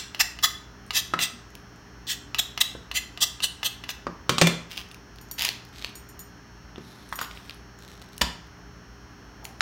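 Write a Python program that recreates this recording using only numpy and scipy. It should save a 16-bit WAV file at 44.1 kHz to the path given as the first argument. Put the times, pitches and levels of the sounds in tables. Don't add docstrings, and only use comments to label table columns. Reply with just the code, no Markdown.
import sys
import numpy as np
from scipy import signal
from scipy.fft import rfft, irfft, next_fast_len
from scipy.io import wavfile
from scipy.ndimage import map_coordinates

SR = 44100
rng = np.random.default_rng(int(sys.argv[2]) if len(sys.argv) > 2 else 0)


def to_wav(s):
    ch = np.atleast_2d(s).T
    pcm = np.round(np.clip(ch, -1, 1) * 32767)
    wavfile.write(sys.argv[1], SR, pcm.astype(np.int16))


N = 423801
SIZE = 16384
T = np.arange(SIZE) / SR
HZ = np.fft.rfftfreq(SIZE, 1 / SR)



def amp(db):
    return 10 ** (np.asarray(db) / 20)


def unit(x):
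    return x / np.sqrt(np.mean(x ** 2) + 1e-20)


def along(points, hz):
    point_hz, values = np.transpose(points)
    return np.interp(np.log(hz + 1), np.log(point_hz + 1), values)


def wobble(rate):
    knots = rng.standard_normal(int(N * rate / SR) + 4)
    return map_coordinates(knots, [np.arange(N) * rate / SR])


def filtered(x, response):
    padded = next_fast_len(N + SR // 2)
    spectrum = rfft(x, padded) * response(np.fft.rfftfreq(padded, 1 / SR))
    return irfft(spectrum, padded)[..., :N]


def colour(x, points):
    cepstrum = irfft(np.log(amp(along(points, HZ))))
    cepstrum[1:SIZE // 2] *= 2
    cepstrum[SIZE // 2 + 1:] = 0
    impulse = irfft(np.exp(rfft(cepstrum)))
    return signal.fftconvolve(x, impulse)[:SIZE]


def voiced(x, levels, length):
    # from_hz, to_hz
    band_edges = [(90, 600), (600, 2000), (2000, 6500), (6500, 16000)]
    power = 2 * np.abs(rfft(x * (T < length))) ** 2 / (SIZE * length * SR)
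    shape = []
    for db, (low_hz, high_hz) in zip(levels, band_edges):
        inside = (HZ > low_hz) & (HZ < high_hz)
        gain_db = db - 10 * np.log10(power[inside].sum() + 1e-20)
        shape += [(low_hz * 1.3, gain_db), (high_hz / 1.3, gain_db)]
    return colour(x, shape)


def ring(modes, scatter_db, detune):
    chance = rng.standard_normal((len(modes), 2))
    total = 0
    for (hz, db, t60), (strength, shift) in zip(modes, chance):
        fade = amp(db + scatter_db * strength - 60 * T / t60)
        total = total + fade * np.sin(2 * np.pi * hz * (1 + detune * shift) * T)
    return total


def tone(hz, t60):
    return amp(-60 * T / t60) * np.sin(2 * np.pi * hz * T)


def crack(t60):
    return amp(-60 * T / t60) * rng.standard_normal(SIZE)


def slips(length, crest_share, rate, spread_db, edge_db):
    crest = length * crest_share
    swell_db = np.interp(T, [0, crest / 2, crest, length], [edge_db, edge_db / 4, 0, edge_db / 1.65])
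    happens = rng.random(SIZE) < rate / SR
    sizes = amp(spread_db * np.minimum(rng.exponential(size=SIZE), 3))
    signs = rng.choice([-1, 1], SIZE)
    return happens * sizes * signs * amp(swell_db) * (T < length)


def add(track, s, sound, room_db):
    # pitch_hz, t60_s
    kitchen_decay = [(150, 0.32), (400, 0.44), (1000, 0.51), (3000, 0.44), (7000, 0.39), (15000, 0.24)]
    hz, t, grains = signal.stft(rng.standard_normal(SIZE), SR, nperseg=256)
    fading = grains * amp(-60 * t / along(kitchen_decay, hz)[:, None])
    tail = signal.istft(fading, SR, nperseg=256)[1][:SIZE]
    tail = tail * (1 - np.exp(-(T / 0.0015) ** 2))
    answer = amp(room_db) * tail / np.linalg.norm(tail)
    heard = signal.fftconvolve(sound, (T == 0) + answer)
    at = round(s * SR)
    heard = heard[max(-at, 0):max(N - at, 0)]
    track[max(at, 0):][:len(heard)] += heard


def scraping():
    # start_s, length_s, level_db, squeak_hz, lowest_ring_hz
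    strokes = [(-.03, 0.03, -26.5, 3570, 1300), (0.193, .029, -19, 2770, 700), (.426, .035, -19, 3540, 700),
               (0.931, 0.073, -24.5, 3840, 1900), (1.193, 0.067, -26, 3750, 1900),
               (2.068, 0.076, -30.5, 3640, 1700), (2.383, 0.019, -20.5, 3880, 1700),
               (2.604, .018, -17.5, 4040, 1700), (2.94, 0.052, -27, 3080, 1900),
               (3.205, 0.041, -20.5, 3540, 2800), (3.421, 0.038, -24, 3110, 2800),
               (3.639, 0.039, -26, 3140, 2700), (3.885, 0.032, -36.5, 2800, 2500)]
    # pitch_hz, level_db (relative)
    rasp_colour = [(100, 22.5), (500, 11.5), (1000, -9), (1900, -1.5), (2350, -7.5), (3300, 0.5),
                   (4700, 0.5), (6200, -0.5), (8500, 1.5), (10400, -7), (11500, -4), (15500, -1.5)]
    # low, mid, high, top band against the stroke's level [dB]
    rasp_bands_db = (-34, -13, 0, -6.5)
    choke_hz, choke_db_per_octave = 1800, 3.5
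    track = np.zeros(N)
    for start, length, db, squeak_hz, lowest_hz in strokes:
        catches = slips(length, crest_share=.62, rate=7000, spread_db=3.5, edge_db=-19)
        catches = colour(catches, rasp_colour)
        travel = np.clip(T / length, 0, 1) * np.pi / 2
        first = signal.fftconvolve(catches * np.cos(travel), contact(squeak_hz))[:SIZE]
        last = signal.fftconvolve(catches * np.sin(travel), contact(squeak_hz))[:SIZE]
        rasp = colour(first + last, [(0.84 * lowest_hz, -11), (lowest_hz, 0)])
        low_db, mid_db, high_db, top_db = db + np.array(rasp_bands_db)
        choke_db = choke_db_per_octave * np.log2(lowest_hz / choke_hz)
        levels = [low_db, mid_db - choke_db, high_db, top_db]
        add(track, start, voiced(rasp, levels, length), room_db=-10.5)
    return track


def contact(squeak_hz):
    squeak = amp(-23) * tone(squeak_hz, t60=.008)
    steel = amp(-30) * blade(t60=.035)
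    bone = amp(-12.0) * crack(t60=0.0051)
    return (T == 0) + steel + squeak + bone


def blade(t60):
    # pitch_hz, level_db (relative)
    blade_modes = [(700, -4.5), (1260, 2.5), (1750, -2.5), (2025, 2.5), (2710, 4), (3200, -11.5),
                   (3460, -3), (3810, -10), (4090, -3.5), (5040, -16.5), (5800, -21), (6060, -2),
                   (6480, -10.5), (6800, -4.5), (7320, -1), (7810, -8.5), (8450, -15), (9790, -0.5),
                   (10900, -14.5), (12100, 0.5), (13350, -3.5), (14900, -6)]
    return ring([(hz, db, t60) for hz, db in blade_modes], scatter_db=3, detune=.011)


def tapping():
    # start_s, level_db
    taps = [(.1472, -32), (0.3887, -36), (0.9068, -26.5), (1.1903, -23.5), (2.346, -25), (2.5763, -25.5),
            (2.9142, -29.5), (3.175, -35), (3.4035, -33), (3.6303, -25.5), (3.8385, -35), (3.8913, -28)]
    # low, mid, high, top band against the tap's level [dB]
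    tap_bands_db = (-24, -8.5, -1, -20)
    track = np.zeros(N)
    for s, db in taps:
        bone = amp(-2) * tone(2900, t60=.016)
        tap = crack(t60=0.025) + amp(-14.5) * blade(t60=0.034) + bone
        add(track, s, voiced(tap, db + np.array(tap_bands_db), 0.0077), room_db=-6.5)
    return track


def dropping_knife():
    # start_s, pitch_hz, level_db, boom_db, hardness_db, steel_ring_db
    knife_drops = [(4.2939, 1320, -20, -4, 1, -36), (4.3825, 1200, -25.5, -8, 4.5, -22),
                   (4.4138, 692, -22.5, 1, 7.5, -26), (4.419, 521, -19.5, 2, 1.5, -11),
                   (4.4705, 930, -26, -1, 7, -28.5)]
    # pitch_hz, level_db (relative), t60_s
    knife_modes = [(2379, -10, .09), (2780, -7, .07), (3180, -10, .08), (3531, -6, .1), (4113, -8, .11),
                   (5040, -9, .1), (6250, -8, .14), (6807, 0, .12), (7300, -4, .12), (8517, 1, .16)]
    track = np.zeros(N)
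    for s, *hit, ring_db in knife_drops:
        steel = amp(ring_db) * ring(knife_modes, scatter_db=9, detune=0.0011)
        add(track, s, blow(*hit, steel=steel, board_db=-4), room_db=-7.0)
    return track


def knocking():
    # start_s, pitch_hz, level_db, boom_db, hardness_db
    knocks = [(1.137, 1264, -19, -11, -12.5), (2.7505, 410, -43, 6, -26), (4.0679, 1234, -27.5, -3, -15),
              (6.7806, 253, -46.5, 10.5, -6), (7.1258, 1270, -28, -24, -11.5),
              (7.1895, 2900, -31.5, -16, -3.5), (7.2128, 1470, -26.5, -17.5, -16),
              (8.2122, 1900, -28, -7.5, 1.5), (8.2158, 1000, -22, -6.5, 4), (9.607, 1467, -19.5, -29, -2.5)]
    track = np.zeros(N)
    for s, *hit in knocks:
        add(track, s, blow(*hit, steel=0, board_db=-7.5), room_db=-7.5)
    return track


def blow(hz, db, boom_db, hardness_db, steel, board_db):
    # pitch_hz, level_db (relative)
    clack_colour = [(40, -9), (120, -3), (250, 3.5), (520, 2.5), (800, -0.5), (1100, 2.5), (3500, 0.5),
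                    (7500, -7.5), (9500, -16), (15500, -20.5)]
    # pitch_hz, level_db (relative), t60_s
    board_modes = [(135, -7, .3), (170, 0, .38), (205, -8, .25), (238, -3, .33), (325, -4, .16),
                   (374, -3, .14), (480, -5, .05), (545, -7, .05), (695, -6, .06)]
    pitch = amp(-4) * tone(hz, t60=.013)
    clack = colour(crack(t60=0.035) + pitch + steel, clack_colour)
    top_db = -11 + 1.5 * hardness_db
    levels = db + np.array([boom_db, 0, hardness_db, top_db])
    boom = amp(db + boom_db + board_db) * ring(board_modes, scatter_db=3.0, detune=0.01)
    boom = boom * (1 - np.exp(-T / 0.0035))
    return voiced(clack, levels, 0.0081) + boom


def pulling():
    # start_s, length_s, level_db
    pulls = [(4.695, 0.07, -44), (4.754, 0.063, -40.5), (5.381, .105, -30.5), (5.726, 0.18, -49.5),
             (7.184, .064, -42)]
    # low, mid, high, top band against the tear's level [dB]
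    pull_bands_db = (-26, -12, 0, -12)
    track = np.zeros(N)
    for start, length, db in pulls:
        fibres_per_s = 1500 * amp(.35 * (db + 31))
        tear = crackle(length, fibres_per_s)
        add(track, start, voiced(tear, db + np.array(pull_bands_db), length), room_db=-6.5)
    return track


def crackle(length, rate):
    fibres = slips(length, crest_share=0.27, rate=rate, spread_db=5, edge_db=-10)
    snap = (T == 0) + amp(-9.5) * tone(3300, t60=0.00095) + amp(-19) * crack(t60=0.0047)
    return signal.fftconvolve(fibres, snap)[:SIZE]


def snapping():
    # start_s, level_db, brightness_db
    snaps = [(1.553, -45, 6), (4.719, -47.5, 4), (4.7771, -33.5, -3), (4.9138, -46.5, -1),
             (4.9447, -45.5, 3), (5.1857, -50, -1.5), (5.3936, -32, 4), (5.4216, -28.5, 9),
             (5.429, -34.5, 2), (5.448, -29.5, 4.5), (5.451, -25, 6), (5.4894, -24.5, -1.5),
             (5.824, -40, -5), (5.846, -29, -8), (6.759, -45, -19), (7.312, -43, -14), (7.374, -45, -17),
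             (7.496, -38.5, -5), (7.5083, -42.5, -8), (8.1798, -44, 13), (9.4526, -37, 6)]
    # low, mid, high, top band against the snap's level [dB]
    snap_bands_db = (-25, -15.5, 0, -12)
    bright_slope = (-0.84, -0.46, 0.014, 1)
    usual_hz, scatter_octaves = 3050, 0.27
    track = np.zeros(N)
    for s, db, bright_db in snaps:
        hz = usual_hz * 2 ** (scatter_octaves * rng.standard_normal())
        snap = crack(t60=.009) + amp(-3) * tone(hz, t60=.005)
        levels = db + np.array(snap_bands_db) + bright_db * np.array(bright_slope)
        add(track, s, voiced(snap, levels, .01), room_db=-9.5)
    return track


def bangles():
    # start_s, level_db (before the fixed cut below)
    clinks = [(5.2127, -34), (5.3127, -19), (5.9544, -27.5), (5.9955, -42), (6.089, -35.5), (6.1925, -26),
              (6.2022, -30.5), (7.1294, -31.5), (7.1564, -24.5), (7.214, -20), (9.4443, -32)]
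    # pitch_hz, level_db (relative), t60_s
    hoop_modes = [(4500, -12, 0.073), (5700, -7.5, 0.086), (6920, -6.5, 0.13), (8620, -7.5, 0.11),
                  (10200, -13.5, 0.12), (11100, -18, .1), (12300, -10, 0.15), (12310, -16, 0.14),
                  (12600, -7, 0.12), (13930, -12.5, 0.15), (14400, -8, .1), (14300, -9.5, 0.16),
                  (15560, -21, .08)]
    track = np.zeros(N)
    for s, db in clinks:
        first_hoop = ring(hoop_modes, scatter_db=3, detune=.002)
        second_hoop = .6 * ring(hoop_modes, scatter_db=4, detune=.015)
        chink = amp(-3) * crack(t60=.04)
        add(track, s, amp(db - 14.5) * (first_hoop + second_hoop + chink), room_db=-9)
    return track


def squelching():
    # start_s, length_s, level_db, ticks_per_s
    fidgets = [(6.798, .36, -59.5, 2700), (7.283, 0.25, -57.5, 2800), (7.78, 0.37, -57, 130)]
    # pitch_hz, level_db (relative)
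    skin_colour = [(1500, -3), (2900, -10), (4000, 1), (5200, -4.5), (7500, -5), (9800, -3), (11500, -5),
                   (15500, -8)]
    # low, mid, high, top band against the movement's level [dB]
    finger_bands_db = (-15, -7, -0.5, -8)
    track = np.zeros(N)
    for start, length, db, rate in fidgets:
        squelch = colour(crackle(length, rate), skin_colour)
        add(track, start, voiced(squelch, db + np.array(finger_bands_db), length), room_db=-8.5)
    return track


def sticking():
    ticks_per_s, faintest_db, range_db = 3.4, -57, 12.5
    usual_hz, scatter_octaves = 6440, 0.73
    track = np.zeros(N)
    for moment, size, pitch in rng.random((round(ticks_per_s * N / SR), 3)):
        hz = usual_hz * 2 ** (scatter_octaves * (2 * pitch - 1))
        tick = crack(t60=0.011) + amp(6) * tone(hz, t60=.006)
        add(track, moment * N / SR, amp(faintest_db + range_db * size) * tick, room_db=-5)
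    return track


def bumping():
    # start_s, pitch_hz, level_db (before the gentle start)
    bumps = [(0.224, 52.4, -39), (1.331, 231, -36.5), (2.253, 276, -42.5), (8.218, 60, -22),
             (9.46, 133, -52)]
    track = np.zeros(N)
    for s, hz, db in bumps:
        gentle_start = 1 - np.exp(-T / 0.00655)
        add(track, s, amp(db) * tone(hz, t60=0.15) * gentle_start, room_db=-5)
    return track


def scuff():
    # pitch_hz, level_db (relative)
    slide_colour = [(300, -25), (600, -6), (800, 0), (1050, -6), (1500, -22), (4000, -45)]
    start_s, length_s = 9.37, .2
    track = np.zeros(N)
    swell = np.sin(np.pi * np.clip(T / length_s, 0, 1))
    slide = unit(colour(rng.standard_normal(SIZE), slide_colour))
    add(track, start_s, amp(-52.5) * swell * slide, room_db=-8)
    return track


def rushing_air():
    # pitch_hz, level_db (relative)
    air_colour = [(20, -25.5), (36, -24), (52, 3), (80, -3.5), (140, -12.5), (190, -5.5), (400, -14.5),
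                  (540, -19.5), (700, -17), (1700, -15.5), (2300, -25), (2800, -25), (3150, -24),
                  (3600, -33.5), (6400, -37), (7500, -47.5), (16000, -46.5)]
    noise = filtered(rng.standard_normal(N), lambda hz: amp(along(air_colour, hz)))
    return unit(noise) * amp(-49.0 + 0.17 * wobble(3))


def appliance_hum():
    # pitch_hz, level_db (rms, before the drift)
    hum_lines = [(58, -57.5), (120, -57), (176, -61.5), (240, -75.5), (294, -64.5), (406, -62.5)]
    t = np.arange(N) / SR
    hum = np.zeros(N)
    for hz, db in hum_lines:
        level = amp(db + 1.2 * wobble(4)) * np.sqrt(2)
        hum += level * np.sin(2 * np.pi * hz * t + .7 * wobble(5))
    return hum


def electric_buzz():
    # pitch_hz, level_db (relative)
    buzz_colour = [(2500, -30), (3800, -20), (4330, -5), (4800, -20), (5370, 0), (6000, -8), (6500, -8),
                   (7300, -30), (8700, -27), (10000, -40), (11200, -31), (15500, -26)]
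    repeats_hz = 119.98
    orders = np.arange(20, 131)
    cycle = np.zeros(SIZE // 2 + 1, complex)
    random_phase = np.exp(2j * np.pi * rng.random(len(orders)))
    cycle[orders] = amp(along(buzz_colour, orders * repeats_hz)) * random_phase
    place_in_cycle = np.arange(N) / SR * repeats_hz % 1
    buzz = np.interp(place_in_cycle, np.arange(SIZE) / SIZE, irfft(cycle))
    return amp(-61) * unit(buzz)


def scene():
    knife = scraping() + tapping() + dropping_knife()
    hands = knocking() + pulling() + snapping() + bangles() + squelching() + sticking()
    soft = bumping() + scuff()
    background = rushing_air() + appliance_hum() + electric_buzz()
    return (knife + hands + soft + background)[None]


def record(dry):
    return filtered(dry, lambda hz: hz < 15900)


dry = scene()
out = record(dry)
to_wav(out)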